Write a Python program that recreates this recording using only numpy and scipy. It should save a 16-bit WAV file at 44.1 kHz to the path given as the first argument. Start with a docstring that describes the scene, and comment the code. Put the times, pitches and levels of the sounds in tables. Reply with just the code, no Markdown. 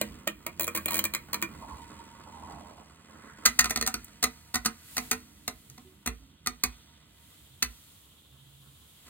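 """Short rasps on cardboard come first, often several turns in a row, over the whirr of a spinning wooden top.
The top runs in a cardboard box on a workbench, close to a pair of microphones, and slowly loses speed.
Its tip grinds, skids and plucks over the box floor: filtered grainy noise, with a hum that follows the spin.
Its rim grazes the front wall, then the left: each stick-slip burst and shove rings that wall's resonances.
Dull bumps, brushing nods, a swelling hiss and steady room air fill in the rest."""
import sys
import numpy as np
from scipy import signal
from scipy.fft import rfft, irfft, next_fast_len
from scipy.io import wavfile

SR = 44100
rng = np.random.default_rng(int(sys.argv[2]) if len(sys.argv) > 2 else 0)


def transcribe(signal):
    """Save signal, clipped to [-1, 1], as a 16-bit WAV file at the path in sys.argv[1]."""
    frames = np.atleast_2d(signal).T
    limited = np.clip(frames, -1, 1)
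    pcm = np.round(limited * 32767).astype(np.int16)
    wavfile.write(sys.argv[1], SR, pcm)


N = 400862
TIME = np.arange(N) / SR
CORNER_S = 2.5   # the top rounds the corner from the front wall to the left wall


def from_db(db):
    """Decibels to an amplitude factor."""
    return 10 ** (np.asarray(db) / 20)


def rms_one(x):
    """Scale a signal to an RMS of 1."""
    return x / np.sqrt(np.mean(x ** 2) + 1e-20)


def in_time(rows):
    """Each column of a curve at every sample."""
    s, *columns = np.transpose(rows)
    return [np.interp(TIME, s, column) for column in columns]


def swell(s, half_length):
    """A smooth rise and fall of height 1."""
    return np.exp(-np.minimum(((TIME - s) / half_length) ** 2, 50))


def add(out, s, sound):
    """Mix a short sound in at a time."""
    start = max(round(s * SR), 0)
    out[..., start:start + sound.shape[-1]] += sound[..., :N - start]


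def lowpass(x, hz, order=2):
    """Take the treble off."""
    return signal.sosfilt(signal.butter(order, min(hz, .45 * SR), fs=SR, output="sos"), x)


def highpass(x, hz):
    """Take the bass off."""
    return signal.sosfilt(signal.butter(2, hz, "high", fs=SR, output="sos"), x)


def bandpass(x, low_hz, high_hz):
    """Keep one band."""
    return signal.sosfilt(signal.butter(2, [low_hz, high_hz], "band", fs=SR, output="sos"), x)


def waver(depth_db, hz):
    """A random level curve in dB that moves no faster than about this rate."""
    return depth_db * rms_one(lowpass(rng.standard_normal(N), hz))


def convolve(x, response):
    """Causal filtering, channel by channel."""
    return signal.oaconvolve(np.atleast_2d(x), np.atleast_2d(response), axes=1)[:, :N]


def causal(gain):
    """The promptest impulse response that has this gain over frequency."""
    cepstrum = irfft(np.log(gain + 1e-9))
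    half = len(cepstrum) // 2
    cepstrum[1:half] *= 2
    cepstrum[half + 1:] = 0
    return irfft(np.exp(rfft(cepstrum)))


def body(spectrum, modes=(), size=16384):
    """Impulse response of a broad spectrum with resonances standing out of it."""
    hz = np.arange(size // 2 + 1) * SR / size + 1e-3
    points = np.array(spectrum)
    power = from_db(np.interp(np.log(hz), np.log(points[:, 0]), points[:, 1])) ** 2
    for centre, width, level in modes:
        detuning = (hz ** 2 - centre ** 2) / (hz * width)
        power = power + from_db(level) ** 2 / (1 + detuning ** 2)
    return causal(np.sqrt(power))


# colour of the room air: (frequency [Hz], relative level [dB])
AIR_COLOUR = [(20, -29), (42, -1.5), (70, 21.5), (150, 8), (500, 1.5), (1100, -6.5), (2000, -10.5),
              (3200, 0.5), (5000, -48.5), (16000, -75)]
AIR_DB = -65   # RMS level


def room_air():
    """Steady filtered noise, alike at both microphones in the bass, separate higher up."""
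    apart = highpass(rng.standard_normal((2, N)), 630)
    shared = lowpass(rng.standard_normal(N), 290)
    return from_db(AIR_DB) * rms_one(convolve(apart + shared, body(AIR_COLOUR)))


# colour of the soft high hiss: (frequency [Hz], relative level [dB])
HISS_COLOUR = [(500, -25), (2900, -4), (4200, -3), (5500, -8), (7500, 0), (15500, -2)]
# swells of the hiss: (time of the height [s], half length [s], level before the trim [dB])
HISS_SWELLS = [(0.947, 0.074, -50), (1.802, 0.072, -71), (4.547, 0.32, -67.5), (4.993, 0.16, -52),
               (5.607, 0.44, -64.5), (7.345, 0.23, -63), (7.837, 0.37, -62), (9.002, 0.88, -63.5)]
HISS_REST_DB = -84.5   # between swells, before the trim


def hiss(trim_db):
    """Soft high noise whose swells add in power to a resting level."""
    power = from_db(HISS_REST_DB) ** 2
    for s, half_length, level_db in HISS_SWELLS:
        power = power + (from_db(level_db) * swell(s, half_length)) ** 2
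    noise = rms_one(convolve(rng.standard_normal((2, N)), body(HISS_COLOUR)))
    return from_db(trim_db) * np.sqrt(power) * noise


def echoes(t60, gap_s, dull_hz):
    """Dense reflections that die away, different at each microphone; the furniture soaks up the treble."""
    t = TIME[:SR // 4]
    decay = from_db(-60 * t / t60) * (1 - np.exp(-(t / gap_s) ** 2))
    tail = rng.standard_normal((2, len(t))) * decay
    return lowpass(tail / np.sqrt(np.sum(tail ** 2, axis=1, keepdims=True)), dull_hz)


def space(room_db, thud_db, diffuse_hz):
    """Direct sound, then reflections of workshop, bench and box; the dull workshop tail lasts longest."""
    path = from_db(room_db) * lowpass(echoes(t60=.19, gap_s=.006, dull_hz=3400), 3400)
    # a bright slap off the bench, the same at both microphones
    path = path + from_db(-6.5) * echoes(t60=0.094, gap_s=0.0011, dull_hz=13200)[0]
    # the box walls reflect differently to each microphone
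    path = path + from_db(-45.5) * echoes(t60=0.027, gap_s=0.00052, dull_hz=11800)
    # long waves reach both microphones alike
    shared = from_db(thud_db) * echoes(t60=0.15, gap_s=0.0087, dull_hz=diffuse_hz)[0]
    path = highpass(path, diffuse_hz) + shared
    path[:, 0] += 1   # direct sound
    return path


def boom(x, hz, width_hz, level_db):
    """A low mode of the room builds up slowly after each knock."""
    return from_db(level_db) * bandpass(x, hz - width_hz / 2, hz + width_hz / 2)


def thump(hz, level_db, peak_s):
    """A short low tone that swells and dies."""
    t = TIME[:SR // 4]
    envelope = t / peak_s * np.exp(1 - t / peak_s)
    return from_db(level_db) * envelope * np.sin(2 * np.pi * hz * t)


# soft dull bumps of the box: (time [s], frequency [Hz], level [dB], time to the peak [s])
BOX_BUMPS = [(0.125, 246, -57, 0.018), (1.716, 66.5, -43.5, 0.016), (5.69, 132, -52.5, 0.019),
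             (5.773, 248, -61, 0.033), (5.845, 373, -56, 0.024), (6.19, 272, -61.5, 0.042),
             (6.215, 69.4, -53, 0.014), (6.435, 149, -56, 0.013), (6.655, 64, -41, 0.012),
             (7.5, 132, -58, .02), (7.628, 62.4, -40.5, 0.02)]
# the near corner rings with each touch until the top has left it; its level is relative to the touch
CORNER_RING_HZ, CORNER_RING_DB, CORNER_RING_S, CORNER_LEFT_S = 604, -7.5, 0.0026, 0.72
NOD_S, NODS_FROM_S = 0.072, 8.31   # the slowing top nods at this period; from this time six nods thump
NOD_HZ, NOD_DB, NOD_PEAK_S = 135.3, -56, 0.021   # the thump of one nod


def bumps():
    """Dull thumps of the box: stray ones, the ring of the near corner, and the nods of the top."""
    out = np.zeros(N)
    for s, hz, level_db, peak_s in BOX_BUMPS:
        add(out, s, thump(hz, level_db, peak_s))
    for s, level_db, *_ in touches():
        if s < CORNER_S:
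            nearness = np.exp(-(s / CORNER_LEFT_S) ** 4)
            add(out, s, nearness * thump(CORNER_RING_HZ, level_db + CORNER_RING_DB, CORNER_RING_S))
    for k in range(6):
        add(out, NODS_FROM_S + k * NOD_S, thump(NOD_HZ, NOD_DB, NOD_PEAK_S))
    return out


NOD_DEPTH = .3   # share by which the brushing swells on each nod
BRUSH_UNEVEN_DB = 1.3   # slow waver of the brushing


def nodding(brush_db, low_hz, high_hz, height_s, half_length_s, uneven_db):
    """Late in the spin the tip brushes the cardboard, a little harder on every nod."""
    nod = 1 + NOD_DEPTH * np.cos(2 * np.pi * (TIME - NODS_FROM_S - NOD_PEAK_S) / NOD_S)
    brush = rms_one(bandpass(rng.standard_normal((2, N)), low_hz, high_hz))
    uneven = from_db(waver(uneven_db, 2.9))
    return from_db(brush_db) * swell(height_s, half_length_s) * uneven * nod * brush


SPIN_HZ, DRAG_HZ_PER_S = 81.24, .65   # the spin runs down steadily (turns per s)
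EXTRA_SPIN_HZ, BRAKE_S = 9.5, 1.05   # the front wall brakes away the first extra speed


def spin(s):
    """Turns per second at a given time."""
    return SPIN_HZ - DRAG_HZ_PER_S * s + EXTRA_SPIN_HZ * np.exp(-s / BRAKE_S)


def tip_load(angle):
    """The tip presses harder once a turn, with a random flutter on top."""
    throb = np.exp(.55 * np.cos(angle))
    return rms_one(throb * from_db(waver(1.8, 35.0)))


# hum of the unbalanced top: (multiple of the spin, relative level [dB])
HUM_HARMONICS = [(1, -13.5), (2, -8.5), (3, -15.5), (4, -15)]
# the hum swells, then fades as the top settles upright: (time [s], level before the trim [dB])
HUM_LEVEL = [(0, -81), (.6, -38.5), (1.05, -39), (1.3, -59), (2.6, -55), (3.3, -58), (9, -63.5)]


def unbalance_hum(angle, trim_db):
    """Sines at multiples of the spin, each wavering slightly in level."""
    level_db, = in_time(HUM_LEVEL)
    hum = np.zeros(N)
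    for k, harmonic_db in HUM_HARMONICS:
        hum += from_db(harmonic_db + waver(0.61, 2.5)) * np.sin(round(k) * angle)
    return from_db(level_db + trim_db) * hum


# colour of the rumble: (frequency [Hz], relative level [dB])
RUMBLE_COLOUR = [(20, -49.5), (45, -12.5), (100, -16), (400, -16.5), (900, -61.5), (4000, -68)]
# resonances of the rumble: (frequency [Hz], width [Hz], relative level [dB])
RUMBLE_MODES = [(59, 16, 2), (81.4, 7.4, 6), (140, 28, -4.5), (207, 45, 1), (249.4, 9.7, 4),
                (302, 18, -2.5)]


def floor_rumble(level_db):
    """The shaken box floor: noise through its low resonances."""
    shaking = convolve(rng.standard_normal(N), body(RUMBLE_COLOUR, RUMBLE_MODES))
    return from_db(level_db) * rms_one(lowpass(shaking, 320))


# colour of the whirr: (frequency [Hz], relative level [dB])
WHIRR_COLOUR = [(100, -42.5), (400, -27.5), (1300, -9.5), (2600, -4.5), (4200, -6), (8000, -7),
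                (16000, -17)]
# resonances of the box floor: (frequency [Hz], width [Hz], relative level [dB])
FLOOR_MODES = [(458, 37, -1.5), (685, 95, -5), (934, 13, 7), (1228, 56, -2), (1530, 500, -8.5),
               (2020, 90, 0)]


def floor_whirr(grit, level_db):
    """Tiny catches of the tip ring the box floor."""
    return from_db(level_db) * rms_one(convolve(grit, body(WHIRR_COLOUR, FLOOR_MODES)))


# the tip skids in fluttering bursts and the floor's ring slides:
# (time of the strongest burst [s], half length [s], frequency [Hz], slide [Hz per s], half width [Hz], level [dB])
SKID_BURSTS = [(1.631, 0.027, 940, -72, 220, -56), (1.713, 0.076, 980, -30, 130, -53.5),
               (2.0, 0.58, 940, -32, 32, -63.5), (2.274, 0.013, 1000, -100, 247, -56),
               (2.43, 0.1, 900, -200, 130, -54.5), (2.563, 0.083, 830, -280, 149, -56.5),
               (2.726, .11, 830, -280, 226, -61.5), (3.296, .14, 1700, 194.5, 460, -64)]
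FLUTTER_S, FLUTTER_DB = 0.065, 3.5   # the fast top nods at this period, pressing the tip down each time


def skids(grit):
    """A resonance whose centre follows the tip's place on the floor, pulsing with each nod."""
    out = np.zeros(N)
    for s, half_length, hz, hz_per_s, half_width_hz, level_db in SKID_BURSTS:
        near = abs(TIME - s) < 3 * half_length
        t = TIME[near] - s
        carrier = np.exp(2j * np.pi * np.cumsum(hz + hz_per_s * t) / SR)
        # shift the band to zero, narrow it there, shift it back
        ring = rms_one(np.real(lowpass(grit[near] / carrier, half_width_hz) * carrier))
        flutter_db = FLUTTER_DB * np.cos(2 * np.pi * t / FLUTTER_S)
        out[near] += from_db(level_db + flutter_db) * np.exp(-(t / half_length) ** 2) * ring
    return out


# colour of the low rub: (frequency [Hz], relative level [dB])
DRAG_COLOUR = [(80, -53), (220, 11), (330, 0.5), (480, -2), (620, -8.5), (1200, -2), (1800, -11),
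               (5000, -29.5)]
# course of the low rub: (time [s], level before the floor's patches [dB])
DRAG_LEVEL = [(0, -67), (1.4, -58), (1.7, -56.5), (2.15, -62), (2.3, -55.5), (2.62, -59), (2.88, -66),
              (3.35, -59), (4.3, -83), (7, -80.5), (8.85, -73), (9.02, -81), (9.09, -60)]
CATCHES_PER_S, CATCH_SPREAD_DB = 260, 11   # plucked fibres at a load of 1, and the spread of their sizes
PATCHY_DB, PATCHES_HZ = 3, 11   # rough and smooth patches of the floor pass under the tip


def dragging(load):
    """While the tip travels it plucks fibres at random, more of them under load: a grainy low rub."""
    level_db, = in_time(DRAG_LEVEL)
    caught = rng.random(N) < CATCHES_PER_S * load / SR
    sizes = from_db(CATCH_SPREAD_DB * np.minimum(rng.exponential(1, N), 2)) * rng.choice([-1, 1], N)
    patches = from_db(waver(PATCHY_DB, PATCHES_HZ))
    return patches * from_db(level_db) * rms_one(convolve(caught * sizes, body(DRAG_COLOUR)))


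# tip on the floor of the box: (time [s], rumble level before the trim [dB], whirr level before the trim [dB])
TIP_LEVELS = [(0, -43.5, -46), (.33, -53, -61), (.55, -55, -55.5), (1.4, -50, -56), (1.62, -48, -49),
              (2.15, -58, -54), (2.55, -48.5, -52.5), (2.88, -64, -56.5), (3.42, -58, -54),
              (4.1, -55.5, -53.5), (4.45, -67, -58.5), (4.85, -62, -57), (5.06, -54, -52),
              (5.25, -57.5, -62), (6.35, -64.5, -66.5), (6.7, -64, -60.5), (7.4, -67, -64), (8.8, -78, -74),
              (9.02, -76, -60), (9.09, -54, -46)]
GRAIN_DB = 4   # spread of the tiny catches that make the whirr


def tip(grain_db, whirr_db, rumble_db, hum_db):
    """The tip grinds over the fibres, harder once a turn, and the unbalance shakes the floor of the box."""
    rumble_level, whirr_level = in_time(TIP_LEVELS)
    angle = 2 * np.pi * np.cumsum(spin(TIME)) / SR
    load = tip_load(angle)
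    grit = load * rng.standard_normal(N) * from_db(grain_db * rng.standard_normal(N))
    grinding = floor_whirr(grit, whirr_level + whirr_db) + skids(grit) + dragging(load)
    shaking = floor_rumble(rumble_level + rumble_db) + unbalance_hum(angle, hum_db)
    return grinding + shaking


# the rim meets a wall and touches it once a turn: (time [s], first touch, relative level [dB],
# change to the last touch [dB], touches [count], contact length [units of 1.4 ms],
# shove against the rasp [dB], brightness before the touch's own tilt [dB per octave],
# band that the spot favours or damps [Hz], by [dB])
RIM_GRAZES = [(0.0129, -18.5, 0, 1, 1.7, 2, -0.5, 575, 1), (0.2718, -19, 4, 1, 5.1, -4.5, -2, 895, -9),
              (0.4636, -26, 18, 1, 3.1, 4, 0, 2510, 4.5), (.595, -22, -1, 2, 3, 6, 1.5, 3800, -4.5),
              (0.619, -32, 3.5, 3, 3.1, 13, 4, 1350, -7), (0.668, -32, 9, 2, 2.9, 1, .5, 3900, -11),
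              (0.7471, -23, 0, 3, 6.4, -0.5, 0, 3380, -4), (0.8578, -22.5, 7, 1, 1.3, 17, 3.5, 5300, -24),
              (0.8796, -24.5, 7, 1, 6.4, -9, -2, 1020, 3), (.905, -26, -2, 3, 4.6, 3, 1.5, 1000, 10),
              (0.9417, -22, -4.5, 4, 2.8, 9, 2, 560, -5.5), (0.9888, -18.5, -3.5, 1, 3.9, -12, 1, 570, 1),
              (1.039, -21.5, 0, 2, 2.7, 2, 1.5, 2000, 0.5), (1.136, -25.5, 4.5, 2, 3.15, -7.5, 0, 630, -7),
              (1.329, -23.5, 2, 2, 4.3, -6, 0, 4750, 4), (1.416, -33, 13, 2, 1.85, -2, -0.5, 640, -11),
              (3.452, -13, 2, 1, 7, -22, -.5, 1640, 6), (3.4581, -11.5, 0, 1, 4.9, 0, 0.5, 1500, 1),
              (3.589, -10, -10.5, 2, 5, -4, -0.5, 900, -2),
              (3.6413, -22, -2, 2, 3.9, -6.5, -2.5, 850, -6.5),
              (3.6942, -28.5, 8.5, 2, 5.6, -1, -1, 4400, -5),
              (3.758, -22, -3.5, 2, 3.7, 0.5, -1.5, 4150, 2),
              (3.8104, -22.5, -1.5, 2, 2.9, -6, -2.5, 927, -10.5),
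              (3.8621, -24, 6, 2, 4, -6.5, -1, 4200, -2), (3.9397, -23.5, 13, 1, 3.2, 3, -1, 1436, 1),
              (4.043, -44, 0, 1, 3.5, -7.5, 5, 4200, -26), (4.2255, -20, 5, 2, 5.5, 1.5, -0.2, 1900, -1),
              (4.5396, -21.5, 1.5, 2, 7, -0.5, -1.5, 766, 0.5),
              (4.647, -28.5, 12, 2, 5.5, 2.5, -0.5, 470, -2.5), (4.966, -24, 3.5, 2, 4.1, -5, -1.5, 760, 3),
              (5.111, -16, -11.5, 2, 4.7, -5, -1.25, 4240, -4.5), (5.477, -23, -6, 1, 3.5, 0, -1, 622, 7),
              (5.6992, -46.5, -15, 1, .88, 10, 1, 1500, -2), (5.7767, -45, -13, 1, 5.2, -6, -4.5, 1500, -8),
              (6.0587, -25, 3, 2, 5.9, 2.5, -1.57, 4750, -8.5),
              (6.4601, -30, 10.5, 2, 3.2, -4.5, -1.5, 506, -4.5),
              (6.6347, -15.5, 0, 1, 4.7, -3.5, -0.8, 6500, -3.5),
              (7.6226, -16.5, 6, 1, 5.8, 0.5, -0.4, 2130, 2)]
EARLY_MS_PER_DB = 0.3   # a harder touch comes earlier in its turn
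MID_RUN_SAG_DB = 1.5   # the middle touches of a run are lighter
FIRST_TILT, LATER_TILT = 0.64, -0.044   # brightness added to the first touch and to later ones (dB per octave)


def touches():
    """Each graze unrolled into one touch a turn: time, level, then the shape that graze() takes."""
    for s, first_db, change_db, count, length, shove_db, brightness, spot_hz, spot_db in RIM_GRAZES:
        for turn, part in enumerate(np.linspace(0, 1, max(round(count), 1))):
            level_db = first_db + change_db * part - MID_RUN_SAG_DB * np.sin(np.pi * part)
            when = s + turn / spin(s) - EARLY_MS_PER_DB * 1e-3 * change_db * part
            tilt = brightness + (LATER_TILT if turn else FIRST_TILT)
            yield when, level_db, length, tilt, shove_db, spot_hz, spot_db


def rubbing(rub_db, rub_s, low_hz, lean_db, lean_at_s, lean_half_s):
    """The rim brushes the wall lightly after each touch, harder while the top leans on the front wall."""
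    kicks = np.zeros(N)
    for s, level_db, *_ in touches():
        add(kicks, s, from_db([level_db]) ** 2)
    # each kick's power dies away exponentially
    weight = np.sqrt(signal.lfilter([1], [1, -np.exp(-1 / (rub_s * SR))], kicks + 1e-18))
    brush = highpass(highpass(rng.standard_normal(N), low_hz), low_hz)
    return from_db(rub_db + lean_db * swell(lean_at_s, lean_half_s)) * weight * brush


CHATTER_SHARE = .15   # how regular the slips within one contact are


def rasp(size, chatter_hz, regular):
    """Stick and slip: much the same catch repeats at a rate of its own in each contact."""
    period = int(SR / (chatter_hz * rng.uniform(.8, 1.5)))
    catches = np.resize(rng.standard_normal(size)[:period], size)
    return np.sqrt(regular) * catches + np.sqrt(1 - regular) * rng.standard_normal(size)


SHOVE_AT_S = 0.00393   # the wall gives way a moment after the first catch
SPOT_OCTAVES = 0.32   # half width of the band that a spot favours or damps


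def graze(length, brightness, shove_db, spot_hz, spot_db, push_hz, box_db, apart_db, size=4096):
    """Force of one contact: the rim shoves the wall while its grain catches and slips on the fibres."""
    t = TIME[:size]
    progress = t / (max(length, 1) * 0.0014)
    pressure = (1 - np.exp(-(progress / 0.34) ** 2)) * np.exp(-progress ** 4)
    slips = rasp(size, chatter_hz=654.3, regular=CHATTER_SHARE) * pressure
    slips = slips / np.linalg.norm(slips)
    # the sound bounces round the box, differently from every spot and a little differently to each microphone
    scatter = rng.standard_normal(size) + from_db(apart_db) * rng.standard_normal((2, size))
    bounces = scatter * from_db(-60 * t / 0.034) * np.minimum(progress, 1)
    bounces = lowpass(bounces / np.linalg.norm(bounces[0]), 2500, order=1)
    slips = highpass(slips + from_db(box_db) * bounces, push_hz)
    shove = from_db(shove_db) * lowpass(signal.unit_impulse(size, round(SHOVE_AT_S * SR)), push_hz)
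    hz = np.clip(np.arange(size // 2 + 1) * SR / size, 200, None)
    tilt_db = brightness * np.log2(hz / 4000)
    spot_colour_db = spot_db * np.exp(-(np.log2(hz / spot_hz) / SPOT_OCTAVES) ** 2)
    return convolve(slips + shove, causal(from_db(tilt_db + spot_colour_db)))[:, :size]


# resonances of each wall: (frequency [Hz], width [Hz], relative level [dB])
FRONT_MODES = [(83, 6, -24.0), (131, 9.7, -4.5), (171, 5.6, -2), (205.2, 7.6, 11), (261, 16, -2),
               (328.4, 13, 7.5), (479, 13, 3), (572, 24, 1.7), (637, 20, 0.5), (714, 14, -7),
               (961, 30, 1.5), (1095, 45, 0.5), (1170, 59, -1.2), (1302, 49, -3), (1490, 38, -6),
               (1604, 30, -3.7), (1772, 21, -4), (1885, 33, 2.7), (2080, 43, -7), (2200, 47, -2),
               (2401, 49, 8), (3250, 130, -4), (4110, 86, 2), (4780, 89, -7.5), (7080, 179, -3),
               (10550, 130, -3), (11600, 210, 2), (14100, 284, -1.5), (15900, 310, -12)]
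LEFT_MODES = [(55, 7.1, 0.5), (108, 72, -18), (190, 16, -4), (229.8, 11, 10), (247, 11, 11),
              (331, 41, -6.5), (380.3, 13, -2), (451.7, 12.8, 4.5), (628, 16, -3.8), (737, 37, 2),
              (973, 44, -1.2), (1048, 22, 1), (1239, 43, 4.5), (1352, 76, 3.7), (1462, 66, 1),
              (1866, 61, 4), (2010, 109, 4), (2270, 45, 1.5), (2460, 37, 7.0), (2670, 110, 1.5),
              (3724, 380, 0), (4100, 290, 0), (5670, 110, 3), (6010, 380, 8.5), (6370, 414, 0.7),
              (7400, 488, -4.5), (8335, 510, 1.5), (9300, 1100, 0.2), (11140, 250, 0.5), (14200, 770, -0.5)]
# broad rasp of each wall between its resonances: (frequency [Hz], relative level [dB])
FRONT_RASP = [(30, -34), (100, -29), (400, -35), (1500, -39), (2800, -9), (5000, -14.5), (8000, -8),
              (12500, -9.5), (16000, -1)]
LEFT_RASP = [(30, -34), (100, -0.5), (600, -36.5), (1700, -27), (3100, -20), (4400, 7), (7500, -27),
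             (10000, -3.5), (12500, 1), (16000, -7)]
# the wood of the top itself, rung by hard blows: (frequency [Hz], width [Hz], relative level [dB])
WOOD_MODES = [(1453, 70, 13.5), (2020, 160, 9.5), (4180, 110, 10.5), (5650, 200, 1.5), (6430, 220, 17),
              (6400, 350, 21.5), (14100, 500, 3)]
SPOT_DETUNE = .008   # scatter of the wall's resonances from spot to spot (natural log of frequency)
BENCH_THUD_DB = -3   # bass reflections of the knocks


def walls(front_db, left_db, wood_db, room_db):
    """Every touch rings the wall the top runs along, hard ones the wood too; each has its own echo path."""
    sides = [(front_db, FRONT_RASP, FRONT_MODES), (left_db, LEFT_RASP, LEFT_MODES)]
    rub = rubbing(rub_db=-61, rub_s=0.097, low_hz=500, lean_db=8, lean_at_s=0.8, lean_half_s=.15)
    wood = from_db(wood_db) * body([(1000, -53.0)], WOOD_MODES)
    out = np.zeros((2, N))
    for along, (wall_db, spectrum, modes) in zip([TIME <= CORNER_S, TIME > CORNER_S], sides):
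        out += from_db(wall_db) * convolve(rub * along, body(spectrum, modes))
    for s, level_db, *shape in touches():
        wall_db, spectrum, modes = sides[int(s > CORNER_S)]
        here = [(hz * np.exp(SPOT_DETUNE * rng.standard_normal()), width, db) for hz, width, db in modes]
        contact = from_db(level_db) * graze(*shape, push_hz=510, box_db=-1.5, apart_db=-4.5)
        # the wood grows with the square of the force
        ring = from_db(wall_db) * body(spectrum, here) + from_db(level_db) * wood
        path = space(room_db, thud_db=BENCH_THUD_DB, diffuse_hz=330)
        add(out, s, convolve(convolve(contact, ring), path))
    return out


def scene():
    """Room air and hiss, bumps and nods, the whirring tip, and the rim's knocks with their boom."""
    background = room_air() + hiss(trim_db=5.0)
    nods = nodding(brush_db=-66.5, low_hz=3040, high_hz=3830, height_s=8.0, half_length_s=2.8,
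                   uneven_db=BRUSH_UNEVEN_DB)
    whirr = tip(grain_db=GRAIN_DB, whirr_db=-7.0, rumble_db=-4.0, hum_db=-4.0)
    whirr = convolve(whirr, space(room_db=1.0, thud_db=-7.5, diffuse_hz=480))
    knocks = walls(front_db=26.5, left_db=21.5, wood_db=18.5, room_db=-7.5)
    knocks = knocks + boom(knocks, hz=58.3, width_hz=28, level_db=7.5)
    return background + bumps() + nods + whirr + knocks


# right microphone channel, gain and lag applied to it: (frequency [Hz], gain [dB], phase lag [rad])
RIGHT_MICROPHONE = [(60, 4.2, 0), (350, 4, 0), (530, 4.2, .45), (950, 4, -.6), (1450, 4, .6),
                    (2400, 2.3, 1.6), (3600, 1, 2.2), (4300, 3.4, 2.1), (5200, .8, 2.9), (6300, -.7, 3.6),
                    (7700, 0, 5.9), (9400, 0, 6.5), (11300, 0, 9), (12800, 0, 10.2), (14000, 0, 12),
                    (16700, 0, 12.8)]
CUTOFF_HZ = 15900


def record(dry):
    """The right side has more bass and later treble; peaks are rounded, both ends of the spectrum are cut."""
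    hz, gain_db, lag = np.transpose(RIGHT_MICROPHONE)
    size = next_fast_len(N + 2048)
    grid = np.arange(size // 2 + 1) * SR / size
    response = from_db(np.interp(grid, hz, gain_db)) * np.exp(-1j * np.interp(grid, hz, lag))
    right = irfft(rfft(dry[1], size) * response, size)[:N]
    pair = highpass(np.vstack([dry[0], right]), 36)
    rounded = .72 * np.tanh(pair / .72)
    return signal.sosfilt(signal.ellip(10, .2, 70, CUTOFF_HZ, fs=SR, output="sos"), rounded)


dry = scene()
out = record(dry)
transcribe(out)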